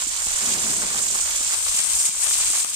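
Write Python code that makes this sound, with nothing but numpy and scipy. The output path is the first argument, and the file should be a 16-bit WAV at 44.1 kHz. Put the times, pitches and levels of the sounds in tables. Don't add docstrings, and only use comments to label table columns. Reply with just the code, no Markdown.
import sys
import numpy as np
from scipy import signal
from scipy.fft import rfft, irfft
from scipy.io import wavfile
from scipy.ndimage import uniform_filter1d

SR = 44100
rng = np.random.default_rng(int(sys.argv[2]) if len(sys.argv) > 2 else 0)


def wrap_up_sound(samples):
    columns = np.atleast_2d(samples).T
    tamed = np.clip(columns, -1, 1)
    steps = np.round(tamed * 32767).astype(np.int16)
    wavfile.write(sys.argv[1], SR, steps)


N = 121275
SIDES = np.array([[.5], [-.5]])


def undb(db):
    return 10 ** (np.asarray(db) / 20)


def unit(x):
    return x / np.sqrt(np.mean(x ** 2))


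def curve(table, axis):
    table = np.array(table, float)
    return np.interp(np.arange(N) / SR, table[:, 0], table[:, axis])


def colour(x, points):
    hz, db = np.array(points, float).T
    hz = np.r_[hz[0] / 2, hz, hz[-1] * 2]
    db = np.r_[db[0] - 30, db, db[-1] - 30]
    f = np.linspace(1, SR / 2, 4097)
    gain = undb(np.interp(np.log(f), np.log(hz), db))
    cepstrum = irfft(np.log(gain))
    cepstrum[1:4096] *= 2
    cepstrum[4097:] = 0
    impulse = irfft(np.exp(rfft(cepstrum)))
    return signal.fftconvolve(x, impulse[None], axes=1)[:, :N]


def walk(rate):
    k = int(SR / rate)
    steps = np.repeat(rng.standard_normal(N // k + 1), k)
    return unit(uniform_filter1d(steps, k)[:N])


def pair(alike):
    mid, side = rng.standard_normal((2, N))
    return np.sqrt(1 + alike) * mid + np.sqrt(1 - alike) * side * np.array([[1], [-1]])


# time_s, lag_samples
LAG = [(0, 11.55), (1.5, 10.8), (1.9, 4.4), (2.75, 4.3)]


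def port_lag():
    return curve(LAG, axis=1)


def add(out, burst, s, pan_db):
    at = int(s * SR)
    for ch, late in ((0, int(port_lag()[at])), (1, 0)):
        out[ch, at + late:at + late + len(burst)] += burst * undb(pan_db * (.5 - ch))


# pitch_hz, level_db
MURMUR_COLOUR = [(59, -15), (100, -7), (134, -2.5), (206, 5), (316, 0), (500, -12), (650, 3), (1100, -120)]
MURMUR_DB, MURMUR_GUST_DB = -61, -2


def murmur():
    return unit(colour(pair(0.55), MURMUR_COLOUR)) * undb(MURMUR_DB + MURMUR_GUST_DB * walk(4.37))


# time_s, level_db
WIND = [(0.0, -68), (0.06, -51), (0.14, -60), (0.29, -52.5), (1.78, -52), (1.82, -61), (1.95, -51.5),
        (2.05, -58), (2.53, -56), (2.75, -67)]
# pitch_hz, level_db
WIND_COLOUR = [(20, -3.5), (50, -7), (90, -10.5), (140, -27.5)]
WIND_PAN_DB, WIND_ALIKE, WIND_FLUTTER_DB = 1.5, 0.53, -2.5


def wind():
    rumble = unit(colour(pair(WIND_ALIKE), WIND_COLOUR))
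    gusts = undb(curve(WIND, axis=1) + WIND_FLUTTER_DB * walk(8.7))
    return rumble * gusts * undb(WIND_PAN_DB * SIDES)


# time_s, level_db
FLAME = [(0.36, -64), (0.396, -60), (0.422, -45.5), (0.534, -40.5), (0.626, -42), (0.642, -39),
         (0.914, -45.5), (0.97, -42), (1.064, -50), (1.168, -52.5), (1.2, -68)]
# pitch_hz, level_db
FLAME_COLOUR = [(53, -26), (90, -7), (231, 0.5), (303, -4.5), (408, -1.5), (500, -8.5), (687, -6),
                (900, -16.5), (1170, -33), (1980, -120)]
FLAME_FLUTTER_DB = 1.2


def flame():
    t = np.arange(N) / SR
    gate = (t > FLAME[0][0]) & (t < FLAME[-1][0])
    roar = unit(colour(pair(0.87), FLAME_COLOUR))
    return roar * gate * undb(curve(FLAME, axis=1) + FLAME_FLUTTER_DB * walk(25.0))


# start_s, peak_db, pitch_hz, left_minus_right_db
THUDS = [(0.068, -36.5, 289, 1), (0.264, -37, 221, 0), (1.153, -42, 434, 0), (1.406, -39, 301, 1),
         (1.745, -42, 206, 4), (2.091, -43, 189, 9), (2.502, -38, 326, 1), (2.647, -60, 277, 7)]
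THUD_RISE_S, THUD_FALL_S = 0.00062, 0.0037


def thuds():
    out = np.zeros((2, N + 2048))
    t = np.arange(1536) / SR
    envelope = (1 - np.exp(-t / THUD_RISE_S)) * np.exp(-t / THUD_FALL_S)
    for s, db, hz, pan_db in THUDS:
        thud = np.sin(2 * np.pi * hz * t) * envelope
        add(out, thud / np.abs(thud).max() * undb(db), s, pan_db)
    return out[:, :N]


SNAP_TAIL = .3


def snap(noise, t60_s, lo_hz, hi_hz):
    sos = signal.butter(2, [lo_hz, hi_hz], "bandpass", fs=SR, output="sos")
    k = np.arange(len(noise))
    click = k == 0
    spray = SNAP_TAIL * noise * np.exp(-np.log(1000) * k / SR / t60_s)
    x = signal.sosfilt(sos, click + spray)
    return x / np.abs(x).max()


POP_RISE_S, POP_FALL_S, POP_SAG_S = .0002, .0009, .0016
POP_START, POP_END = 1.5, .8
POP_ROUGH = .3


def puff(hz, noise):
    t = np.arange(len(noise)) / SR
    fall = (POP_START - POP_END) * POP_SAG_S * (1 - np.exp(-t / POP_SAG_S))
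    turns = hz * (POP_END * t + fall)
    rough = 1 + POP_ROUGH * unit(uniform_filter1d(noise, size=12))
    envelope = (1 - np.exp(-t / POP_RISE_S)) ** 2 * np.exp(-t / POP_FALL_S)
    x = np.sin(2 * np.pi * turns) * rough * envelope
    return x / np.abs(x).max()


# start_s, puff_peak_db, nominal_pitch_hz, left_minus_right_db, crack_against_puff_db
POPS = [(0.0184, -25, 1300, -3, -1), (0.2105, -30, 1170, -5, -2), (0.2677, -25, 900, 1, -2),
        (0.7864, -27, 1010, 1, -4), (0.8184, -26, 1000, 6, -5), (0.9434, -19, 1150, 1, -7),
        (1.147, -24, 1110, 0, -6), (1.1548, -20, 1300, 0, -17), (1.4068, -30, 1000, 1, -3),
        (1.5286, -29, 1200, 3, -4), (1.5337, -23, 1300, 5, -15), (1.6627, -24, 1090, 1, -13),
        (1.7932, -23, 1300, -1, -4), (1.8459, -33, 1080, 6, -2), (1.9442, -35, 1140, -1, 0),
        (2.0883, -40, 800, 6, 9), (2.2653, -28, 1100, 0, -7), (2.3081, -22, 1200, -3, 2),
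        (2.3502, -31, 1070, -6, -3), (2.4009, -26, 1000, -1, -6), (2.5033, -33, 1000, 0, 2),
        (2.533, -29, 1130, -3, 2), (2.5517, -29, 1020, -4, -5), (2.5733, -28, 1060, -4, 4),
        (2.6445, -27, 1050, 6, -1)]
POP_AFTER_S, CRACK_AFTER_S = .002, .002
POP_ECHO_S, POP_ECHO_DB, POP_ECHO_PITCH = .0021, -4, .65
CRACK_T60_S, CRACK_LO_HZ, CRACK_HI_HZ = 0.007, 2000, 3800


def pops(puff_noise, crack_noise):
    out = np.zeros((2, N + 2048))
    for (s, db, hz, pan_db, crack_db), n, m in zip(POPS, puff_noise, crack_noise):
        first = puff(hz, n) * undb(db)
        second = puff(hz * POP_ECHO_PITCH, n[::-1]) * undb(db + POP_ECHO_DB)
        crack = snap(m, CRACK_T60_S, CRACK_LO_HZ, CRACK_HI_HZ) * undb(db + crack_db)
        add(out, first, s + POP_AFTER_S, pan_db)
        add(out, second, s + POP_AFTER_S + POP_ECHO_S, pan_db)
        add(out, crack, s + CRACK_AFTER_S, pan_db)
    return out[:, :N]


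# start_s, peak_db, left_minus_right_db
SPITS = [(0.0204, -5, -1), (0.1341, -16, -9), (0.2206, -10, -8), (0.2295, -14, -8), (0.2676, -13, 4),
         (0.3051, -14, -3), (0.3193, -11, -6), (0.5007, -15, -4), (0.5392, -10, -5), (0.5538, -12, -7),
         (0.6019, -12, -3), (0.7058, -8, -6), (0.818, -7, -8), (0.9337, -17, -9), (1.0278, -12, -2),
         (1.1252, -10, 1), (1.1467, -9, -8), (1.2872, -14, -9), (1.4285, -8, -7), (1.4876, -13, -8),
         (1.5267, -14, 1), (1.5303, -11, -6), (1.5327, -14, -9), (1.5355, -10, -9), (1.6315, -19, 9),
         (1.7648, -12, 3), (1.8441, -14, 9), (1.9001, -12, 2), (1.9331, -11, 8), (1.9636, -6, -3),
         (2.0142, -9, -2), (2.0376, -10, -6), (2.0536, -11, 1), (2.0612, -5, 2), (2.0708, -9, -2),
         (2.0899, -8, -6), (2.219, -11, -9), (2.2347, -8, 6), (2.2526, -7, -2), (2.409, -9, -3),
         (2.5018, -8, -2), (2.5312, -8, -3), (2.5506, -8, -8), (2.5749, -9, -6), (2.5799, -15, 9),
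         (2.6463, -7, -1), (2.6973, -14, -4)]
SPIT_T60_S, SPIT_LO_HZ, SPIT_HI_HZ = 0.004, 4000, 11000
SPIT_PORT_DB = 13


def spits(noise):
    out = np.zeros((2, N + 2048))
    for (s, db, pan_db), n in zip(SPITS, noise):
        burst = snap(n, SPIT_T60_S, SPIT_LO_HZ, SPIT_HI_HZ)
        add(out, burst * undb(db - SPIT_PORT_DB), s, pan_db)
    return out[:, :N]


def crackle():
    noise = rng.standard_normal((60, 3, 1024))
    return spits(noise[:, 0]) + pops(noise[:, 1], noise[:, 2])


def place(times, sizes, pan_db, lag):
    out = np.zeros((2, N))
    at = (np.asarray(times) * SR).astype(int)
    left_at = at + np.round(lag).astype(int)
    np.add.at(out[0], np.clip(left_at, 0, N - 1), sizes * undb(pan_db / 2))
    np.add.at(out[1], np.clip(at, 0, N - 1), sizes * undb(-pan_db / 2))
    return out


LAG_SCATTER, PAN_SCATTER_DB = 4.5, 5.0
BIGGEST_DB = 15
FLURRY_SHARE = .5


def bursts(per_s, spread_db, hiss_db, flicker_db, lag_share=1):
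    out = 0
    for rate, spread, db in ((per_s, spread_db, 0), (SR, 0, hiss_db)):
        when, strength, sign, spot = rng.random((N, 4))[:int(rate * N / SR)].T
        times = when * N / SR
        size_db = np.minimum(-spread * np.log(1 - strength), BIGGEST_DB)
        size = undb(size_db) * np.sign(sign - .5)
        pan_db = PAN_SCATTER_DB * (2 * spot - 1)
        lag = lag_share * port_lag()[(times * SR).astype(int)]
        lag = lag + LAG_SCATTER * np.log(spot / (1 - spot)) / 2
        out = out + undb(db) * unit(place(times, size, pan_db, lag))
    return out * undb(flicker_db * (FLURRY_SHARE * walk(29.67) + walk(150)))


# time_s, level_db, treble_left_minus_right_db,
# middling_bubbles_against_level_db, large_bubbles_against_level_db
SIZZLE = [(0.04, -26.5, -6.5, -9.5, -12.5), (0.06, -30, -8.5, -8, -13.5), (0.28, -25, -5, -10.5, -14.5),
          (0.51, -24, -6.5, -10, -13), (0.83, -25, -4, -11, -14), (0.85, -29, -4.5, -8, -8.5),
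          (0.96, -24.5, -5.5, -10, -10.5), (1.05, -25, -6.5, -11.5, -16), (1.52, -24.5, -4.5, -10, -14),
          (1.54, -23.5, -3, -9.5, -12), (1.57, -26, 2, -13, -17.5), (1.78, -22, -1.5, -10, -17.5),
          (1.86, -26, 6, -11.5, -17), (1.96, -22, -2.5, -13, -19.5), (2.07, -21, 0, -14.5, -20.5),
          (2.1, -29, -1, -11, -18), (2.18, -27, -1, -11, -18.5), (2.24, -19, 2.5, -16, -23.5),
          (2.27, -23.5, 3, -8.5, -15), (2.29, -22, 1.5, -11.5, -19.5), (2.56, -22, -2, -10.5, -18),
          (2.61, -21.5, -0.5, -11, -21.5), (2.66, -31, 4, -10, -15), (2.7, -27, 0, -13, -22),
          (2.72, -32, 1, -8, -18.5), (2.74, -27, 2, -10, -22)]
# pitch_hz, level_db
TINY_COLOUR = [(9000, -12.5), (10500, 2.5), (13000, 0), (16000, -3)]
FINE_COLOUR = [(3500, -27.5), (5000, 0), (6500, 3), (9000, -1.5), (10500, -17.5), (13000, -10)]
MIDDLE_COLOUR = [(1600, -19), (2300, -2.5), (3300, -1.5), (4500, -4), (6000, -9)]
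COARSE_COLOUR = [(250, -36), (450, -9), (800, -4.5), (1100, -1.5), (1500, -1), (2200, -2), (3200, -17.5)]
TINY_DB = -8
SHARED_DB = -5
COARSE_LAG_SHARE = .55
PORT_GAIN_DB = 12.5


def sizzle():
    fine = bursts(per_s=5000, spread_db=3.5, hiss_db=-2.5, flicker_db=1)
    tiny = bursts(per_s=23000, spread_db=-5, hiss_db=2, flicker_db=2)
    middle = bursts(per_s=2000, spread_db=6.5, hiss_db=4, flicker_db=1.74)
    coarse = bursts(per_s=1200, spread_db=3.5, hiss_db=5, flicker_db=2.43, lag_share=COARSE_LAG_SHARE)
    tiny = tiny + undb(SHARED_DB) * fine
    middle = middle + undb(SHARED_DB) * fine
    coarse = coarse + undb(SHARED_DB) * middle

    treble = unit(colour(fine, FINE_COLOUR)) + undb(TINY_DB) * unit(colour(tiny, TINY_COLOUR))
    treble = treble * undb(curve(SIZZLE, axis=2) * SIDES - PORT_GAIN_DB)
    middling = undb(curve(SIZZLE, axis=3)) * unit(colour(middle, MIDDLE_COLOUR))
    large = undb(curve(SIZZLE, axis=4)) * unit(colour(coarse, COARSE_COLOUR))
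    return undb(curve(SIZZLE, axis=1)) * (treble + middling + large)


def scene():
    return sizzle() + crackle() + thuds() + flame() + murmur() + wind()


def resonance(x, hz, width_hz, lift_db):
    ring = signal.lfilter(*signal.iirpeak(hz, hz / width_hz, fs=SR), x)
    return (undb(lift_db) - 1) * ring


# resonance_hz, width_hz, lift_db, bass_db
PORTS = [(8590, 1070, 23.5, 3.5), (7460, 1126, 19, 0)]
CASE_HZ, CASE_WIDTH_HZ, CASE_DB = 1095, 116, 4.5
CEILING, TOP_HZ = .72, 15600


def record(dry):
    out = []
    for x, (hz, width_hz, lift_db, bass_db) in zip(dry, PORTS):
        bass = signal.lfilter(*signal.butter(1, 800, fs=SR), x)
        out.append(x + resonance(x, hz, width_hz, lift_db) + (undb(bass_db) - 1) * bass)
    out[0] = out[0] + resonance(out[0], CASE_HZ, CASE_WIDTH_HZ, CASE_DB)
    rounded = CEILING * np.tanh(np.array(out) / CEILING)
    top_cut = signal.ellip(14, .2, 95, TOP_HZ, fs=SR, output="sos")
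    return signal.sosfilt(top_cut, rounded)


dry = scene()
out = record(dry)
wrap_up_sound(out)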